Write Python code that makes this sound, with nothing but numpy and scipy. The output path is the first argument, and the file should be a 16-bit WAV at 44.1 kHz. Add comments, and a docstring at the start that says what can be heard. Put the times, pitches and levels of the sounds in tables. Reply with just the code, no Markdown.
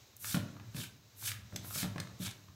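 """A hand works damp flour in a steel bowl on a wooden table, close by in a small kitchen.
From the start the bowl drags faintly under the hand's weight; then it rocks with a metal clack.
Five strokes follow, each a fine hiss as the fingers touch and a coarser crunch as the flour packs.
Among them, fingers and lumps pat the wall, and the pushes make the bowl thump on the table and
clack again. The room rings briefly after each sound."""
import sys
import numpy as np
from scipy import signal
from scipy.io import wavfile

SR = 44100
rng = np.random.default_rng(int(sys.argv[2]) if len(sys.argv) > 2 else 0)


def materialize(psi):
    """Save the field psi as 16-bit PCM at rate SR to the path in sys.argv[1].

    A 1-D psi becomes a single channel; in a 2-D psi each row is a channel.
    """
    bounded = np.clip(np.atleast_2d(psi).T, -1, 1)
    quanta = np.round(bounded * 32767).astype(np.int16)
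    wavfile.write(sys.argv[1], SR, quanta)


N = 112454
TIME = np.arange(N) / SR


def amp(db):
    """Amplitude grows tenfold for every 20 dB."""
    return 10 ** (np.asarray(db) / 20)


def unit(x):
    """Normalisation to an rms of 1."""
    return x / np.sqrt(np.mean(x ** 2) + 1e-20)


def read(points, hz):
    """Interpolation of a table on a logarithmic frequency axis."""
    f, value = np.transpose(points)
    return np.interp(np.log(hz + 1), np.log(f + 1), value)


def add(mix, start_s, sound):
    """Superposition: a sound adds to the mix from its start time on."""
    part = mix[max(round(start_s * SR), 0):][:len(sound)]
    part += sound[:len(part)]


def colour(x, spectrum, tilt=0, size=4096):
    """A minimum-phase filter of unit energy imposes a spectrum, tilted in dB per octave."""
    hz = abs(np.fft.fftfreq(size, 1 / SR))
    log_gain = np.log(amp(read(spectrum, hz) + tilt * np.log2(hz + 20)))
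    response = np.exp(np.conj(signal.hilbert(log_gain)))
    taps = np.fft.ifft(response).real[:size // 2]
    return signal.fftconvolve(x, taps / np.linalg.norm(taps))[:len(x)]


def background():
    """Stationary filtered noise gives a faint rumble and a high hiss."""
    # Each row: frequency in Hz, relative level in dB.
    spectrum = [(20, 6), (60, 18), (110, 0), (170, 5), (300, -36), (600, 1), (2000, -27), (3800, -46),
                (6500, -46), (9500, -15), (13000, -3.5), (16000, -3)]
    return amp(-72.5) * colour(rng.standard_normal(N), spectrum)


def dragging():
    """Sliding friction: the pressed bowl groans on the table and loose flour scrapes along its wall."""
    # Each row: time in seconds, groan level in dB, scrape level in dB.
    pressure = [(0, -67, -62), (.2, -64.5, -66), (0.249, -52, -57), (.5, -57.5, -60.5), (.6, -53.5, -65),
                (.8, -52.5, -59.5), (1.0, -65, -67), (1.2, -63.5, -63.5), (1.234, -51.5, -59),
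                (1.432, -50, -64), (1.7, -51, -55.5), (2.05, -52, -62), (2.17, -55.5, -61),
                (2.27, -46, -60), (2.368, -65, -62), (2.55, -53, -66.5)]
    # Each row of both spectra: frequency in Hz, relative level in dB.
    groan_spectrum = [(20, -59), (60, -8), (85, -3), (101, 4.5), (120, 3), (150, -17.5), (200, -13),
                      (400, -39.5), (1000, -51), (4000, -55)]
    scrape_spectrum = [(200, 4.5), (700, -0.5), (1700, -3), (2600, -2), (3400, -3.5), (3900, 2.5),
                       (4400, -2.5), (5100, -1.5), (6500, -1), (8500, -11), (9500, -20), (12000, -13),
                       (16000, -14)]
    times, groan_db, scrape_db = np.transpose(pressure)
    groan = rng.standard_normal(N) * amp(np.interp(TIME, times, groan_db))
    scrape = rng.standard_normal(N) * amp(np.interp(TIME, times, scrape_db))
    return colour(groan, groan_spectrum) + colour(scrape, scrape_spectrum)


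def clacks():
    """Brief contact spreads energy over a wide band: the rocking bowl chatters for milliseconds."""
    # Each row: start in seconds, level in dB, tilt in dB per octave.
    contacts = [(.165, -41.5, 13.5), (1.5402, -52, -6), (1.5598, -31.5, -3), (1.9805, -56, -12),
                (1.9998, -33.5, -3)]
    # Each row: frequency in Hz, relative level in dB.
    spectrum = [(200, -13.5), (1000, -15.5), (2200, -2.5), (2900, -4.5), (3800, 7), (4600, 1), (5900, 7),
                (8000, 1), (9500, -4.5), (12000, -3.5), (16000, -6)]
    attack_s, hold_until_s, decay_s = 0.0016, 0.0019, 0.0032
    t, out = TIME[:SR // 10], np.zeros(N)
    envelope = np.minimum(t / attack_s, 1) * np.exp(-np.maximum(t - hold_until_s, 0) / decay_s)
    for start, db, tilt in contacts:
        burst = envelope * rng.choice([-1, 1], len(t))
        add(out, start, amp(db) * colour(burst, spectrum, tilt))
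    return out


def grains(spread_db, clump_db, slips_per_s=7000, clump_s=0.0076):
    """Granular friction is a dense train of tiny slips, uneven in size and clumped in time."""
    size = amp(spread_db * np.minimum(rng.exponential(1, N), 4))
    slips = size * rng.choice([-1, 1], N) * (rng.random(N) < slips_per_s / SR)
    window = np.hanning(int(2 * clump_s * SR))
    clumps = unit(signal.fftconvolve(rng.standard_normal(N), window, "same"))
    return unit(slips * amp(clump_db * clumps))


def press(start, end, rise_db_per_s=300, arch_db=3, fall_db_per_s=387):
    """The envelope of finger pressure grows exponentially, arches over its hold and decays."""
    progress = np.clip((TIME - start) / max(end - start, 1e-3), 0, 1)
    before_db = rise_db_per_s * np.maximum(start - TIME, 0)
    after_db = fall_db_per_s * np.maximum(TIME - end, 0)
    return amp(-before_db - arch_db * (2 * progress - 1) ** 2 - after_db)


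def resonate(x, hz, width_hz):
    """Two resonators in series pass a band whose centre follows the curve hz."""
    carrier = np.exp(2j * np.pi * np.cumsum(hz) / SR)
    pole = np.exp(-np.pi * width_hz / SR)
    return (carrier * signal.sosfilt([[1 - pole, 0, 0, 1, -pole, 0]] * 2, x / carrier)).real


def flour():
    """Slipping grains brush, hiss and crunch; the resonance of the hollow under the hand sinks."""
    # Each row: first touch, full press and release in seconds; brush, hiss, crunch and hollow
    # levels in dB; the hollow's pitch at full press and at release in Hz.
    strokes = [(0.183, 0.254, 0.35, -49, -41.5, -46, -53.5, 6100, 3670),
               (0.726, 0.767, 0.84, -87, -47.5, -48.5, -52.5, 4400, 2670),
               (1.152, 1.256, 1.287, -55.5, -36.5, -40, -47.5, 3900, 2590),
               (1.626, 1.748, 1.821, -50.5, -39, -42.5, -48.5, 5660, 3760),
               (2.18, 2.213, 2.274, -93, -48, -43.5, -52, 3530, 3340)]
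    # Each row of the three spectra: frequency in Hz, relative level in dB.
    brush_spectrum = [(500, -47), (3000, -62), (6000, -14), (8600, -4), (9700, -11), (10800, 0.5),
                      (13500, 0), (16000, -9)]
    hiss_spectrum = [(400, -33), (1500, -38), (3000, -17), (5500, 1), (8500, 2), (9400, -2), (10500, 2.5),
                     (13300, 1.5), (14600, -3), (16000, -2.5)]
    crunch_spectrum = [(150, -21), (450, -20), (1100, -6.5), (1650, 1.5), (1950, -5.5), (2350, 2.5),
                       (2850, -3), (3600, 4.5), (5000, -2.5), (8000, -2.5), (16000, -17)]
    onset_s, crunch_lag_s = 0.034, 0.016
    brush, hiss, crunch, hollow = np.zeros((4, N))
    for touch, start, end, brush_db, hiss_db, crunch_db, hollow_db, first_hz, last_hz in strokes:
        onset = np.clip((TIME - touch) / onset_s, 0, 1)
        packing = onset * press(start + crunch_lag_s, end + crunch_lag_s)
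        brush += amp(brush_db) * onset * press(touch, start)
        hiss += amp(hiss_db) * onset * press(start, end)
        crunch += amp(crunch_db) * packing
        hollow_hz = np.interp(TIME, [start, end], [first_hz, last_hz])
        resonance = resonate(grains(spread_db=-2.5, clump_db=-1), hollow_hz, width_hz=830)
        hollow += amp(hollow_db) * packing * unit(resonance)
    return (colour(brush * grains(spread_db=4, clump_db=1), brush_spectrum)
            + colour(hiss * grains(spread_db=2.5, clump_db=0.5), hiss_spectrum)
            + colour(crunch * grains(spread_db=0.5, clump_db=3.0), crunch_spectrum) + hollow)


def wall_echoes(x, swing=0.13, hand_hz=2.1):
    """Comb filtering: echoes off the steel wall shift in delay as the hand moves to and fro."""
    # Each row: mean delay in milliseconds, level in dB.
    echoes = [(0.702, -26), (1.5, -17), (2.6, -21.5)]
    drift = 1 + swing * np.sin(2 * np.pi * hand_hz * TIME)
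    fine = signal.resample_poly(x, 4, 1)  # oversampling keeps the treble in fractional delays
    fine_time = np.linspace(0, N / SR, len(fine), endpoint=False)
    return x + sum(amp(db) * np.interp(TIME - drift * ms / 1000, fine_time, fine) for ms, db in echoes)


def pats(decay_s=0.0035):
    """Damped impacts: flour deadens the knocks of fingers and lumps against the bowl."""
    # Each row: start in seconds, level in dB, tilt in dB per octave.
    knocks = [(0.2446, -37.5, 0.5), (0.3441, -29.5, 0), (0.3502, -34, 8), (.369, -39, 2), (.566, -49, -4),
              (0.598, -46.5, -3), (0.7459, -47, 1.5), (0.766, -40, 5), (1.225, -45.5, -2.5),
              (1.317, -34.5, 4.5), (1.525, -49.5, -4), (1.6454, -42, -5), (1.708, -43.5, -1.5),
              (1.758, -39, -2), (1.83, -35, 0), (1.844, -31, -7.5), (1.9593, -34.5, -6), (1.981, -36, -0.5),
              (2.072, -49.5, 1), (2.277, -41, 1), (2.4838, -53.5, -3)]
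    # Each row: frequency in Hz, relative level in dB.
    spectrum = [(100, -11), (400, -4), (700, 1.5), (1100, 7), (1600, 5), (2400, 2), (4000, -1), (8000, -14),
                (16000, -24)]
    t, out = TIME[:SR // 10], np.zeros(N)
    for start, db, tilt in knocks:
        burst = rng.choice([-1, 1], len(t)) * np.exp(-t / decay_s)
        add(out, start, amp(db) * colour(burst, spectrum, tilt))
    return out


def thumps():
    """A blow thuds, rattles and excites the modes of bowl and table; long contact weakens high modes."""
    # Each row: start in seconds, level in dB, contact time in milliseconds, thud pitch in Hz.
    blows = [(0.3436, -23, 2.05, 171.3), (0.3671, -27.5, 6.6, 193), (0.7463, -32, 4.1, 162.4),
             (.7715, -35, 6.7, 126), (1.53, -36, 1.6, 121), (1.756, -40, 0.67, 143),
             (1.828, -29.5, 2.04, 182.7), (1.9568, -35, 1.4, 166.6), (1.979, -42, 1.4, 146),
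             (2.199, -33.5, 3.4, 183.5)]
    # Each row: frequency in Hz, level in dB, time to fall 60 dB in seconds.
    modes = [(100.83, -16, 0.94), (114, -29.5, 0.64), (145.5, -6.5, 0.44), (189.6, -5.5, 0.32),
             (238.3, -10.5, 0.21), (309.9, -20, 0.32), (369.6, -26, 0.55), (548.5, -13.5, 0.15),
             (596, -14.5, 0.29), (692, -15.5, 0.48)]
    # Each row: frequency in Hz, relative level in dB.
    rattle_spectrum = [(30, -64), (80, 6.5), (170, -2.5), (300, 0.5), (450, -7.5), (680, -12.5),
                       (1200, -23.5), (5000, -33)]
    rise_s, thud_decay_s, rattle_decay_s = 0.0032, 0.026, 0.035
    t, out = TIME[:SR], np.zeros(N)
    attack = 1 - np.exp(-t / rise_s)
    for start, db, contact_ms, thud_hz in blows:
        ring = np.zeros(SR)
        for hz, mode_db, t60 in modes:
            strength = amp(mode_db) / (1 + (hz * contact_ms / 1000) ** 2)
            ring += strength * amp(-60 * t / t60) * np.sin(2 * np.pi * hz * t)
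        thud = amp(-2.5) * np.exp(-t / thud_decay_s) * np.sin(2 * np.pi * thud_hz * t)
        burst = rng.standard_normal(SR) * np.exp(-t / rattle_decay_s)
        rattle = amp(-15.5) * colour(burst, rattle_spectrum)
        add(out, start, amp(db) * attack * (thud + rattle + ring))
    return out


def room(x, wet_db, gap_s=0.00488):
    """Reverberation: sparse reflections fill the kitchen, each band decaying at its own rate."""
    # Each row: frequency in Hz, time to fall 60 dB in seconds.
    decay_times = [(100, 0.46), (300, 0.86), (1800, 0.5), (5000, 0.32), (13000, 0.28)]
    reflections = rng.choice([-1., 1.], SR) * (rng.random(SR) < 0.1) * (np.arange(SR) > gap_s * SR)
    hz, t, bands = signal.stft(reflections, SR, nperseg=256)
    decay = amp(-60 * t / read(decay_times, hz)[:, None])
    tail = signal.istft(bands * decay, SR)[1]
    return x + amp(wet_db) * signal.fftconvolve(x, tail / np.linalg.norm(tail))[:N]


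def scene():
    """The sources superpose in one channel; strokes and impacts reverberate."""
    mix = background() + room(wall_echoes(flour()), wet_db=-11)
    mix += room(thumps(), wet_db=-9)
    mix += room(pats(), wet_db=-4.5)
    mix += room(clacks(), wet_db=-7)
    return (mix + dragging())[None]


def record(dry, low_cut_hz=62.6, top_hz=15800):
    """Band limiting: the microphone sheds deep bass and a steep low-pass removes the highest treble."""
    low_cut = signal.butter(2, low_cut_hz, "high", fs=SR, output="sos")
    low_pass = signal.firwin(511, top_hz, window=("kaiser", 9), fs=SR)
    return signal.oaconvolve(signal.sosfilt(low_cut, dry), low_pass[None], "same")


dry = scene()
out = record(dry)
materialize(out)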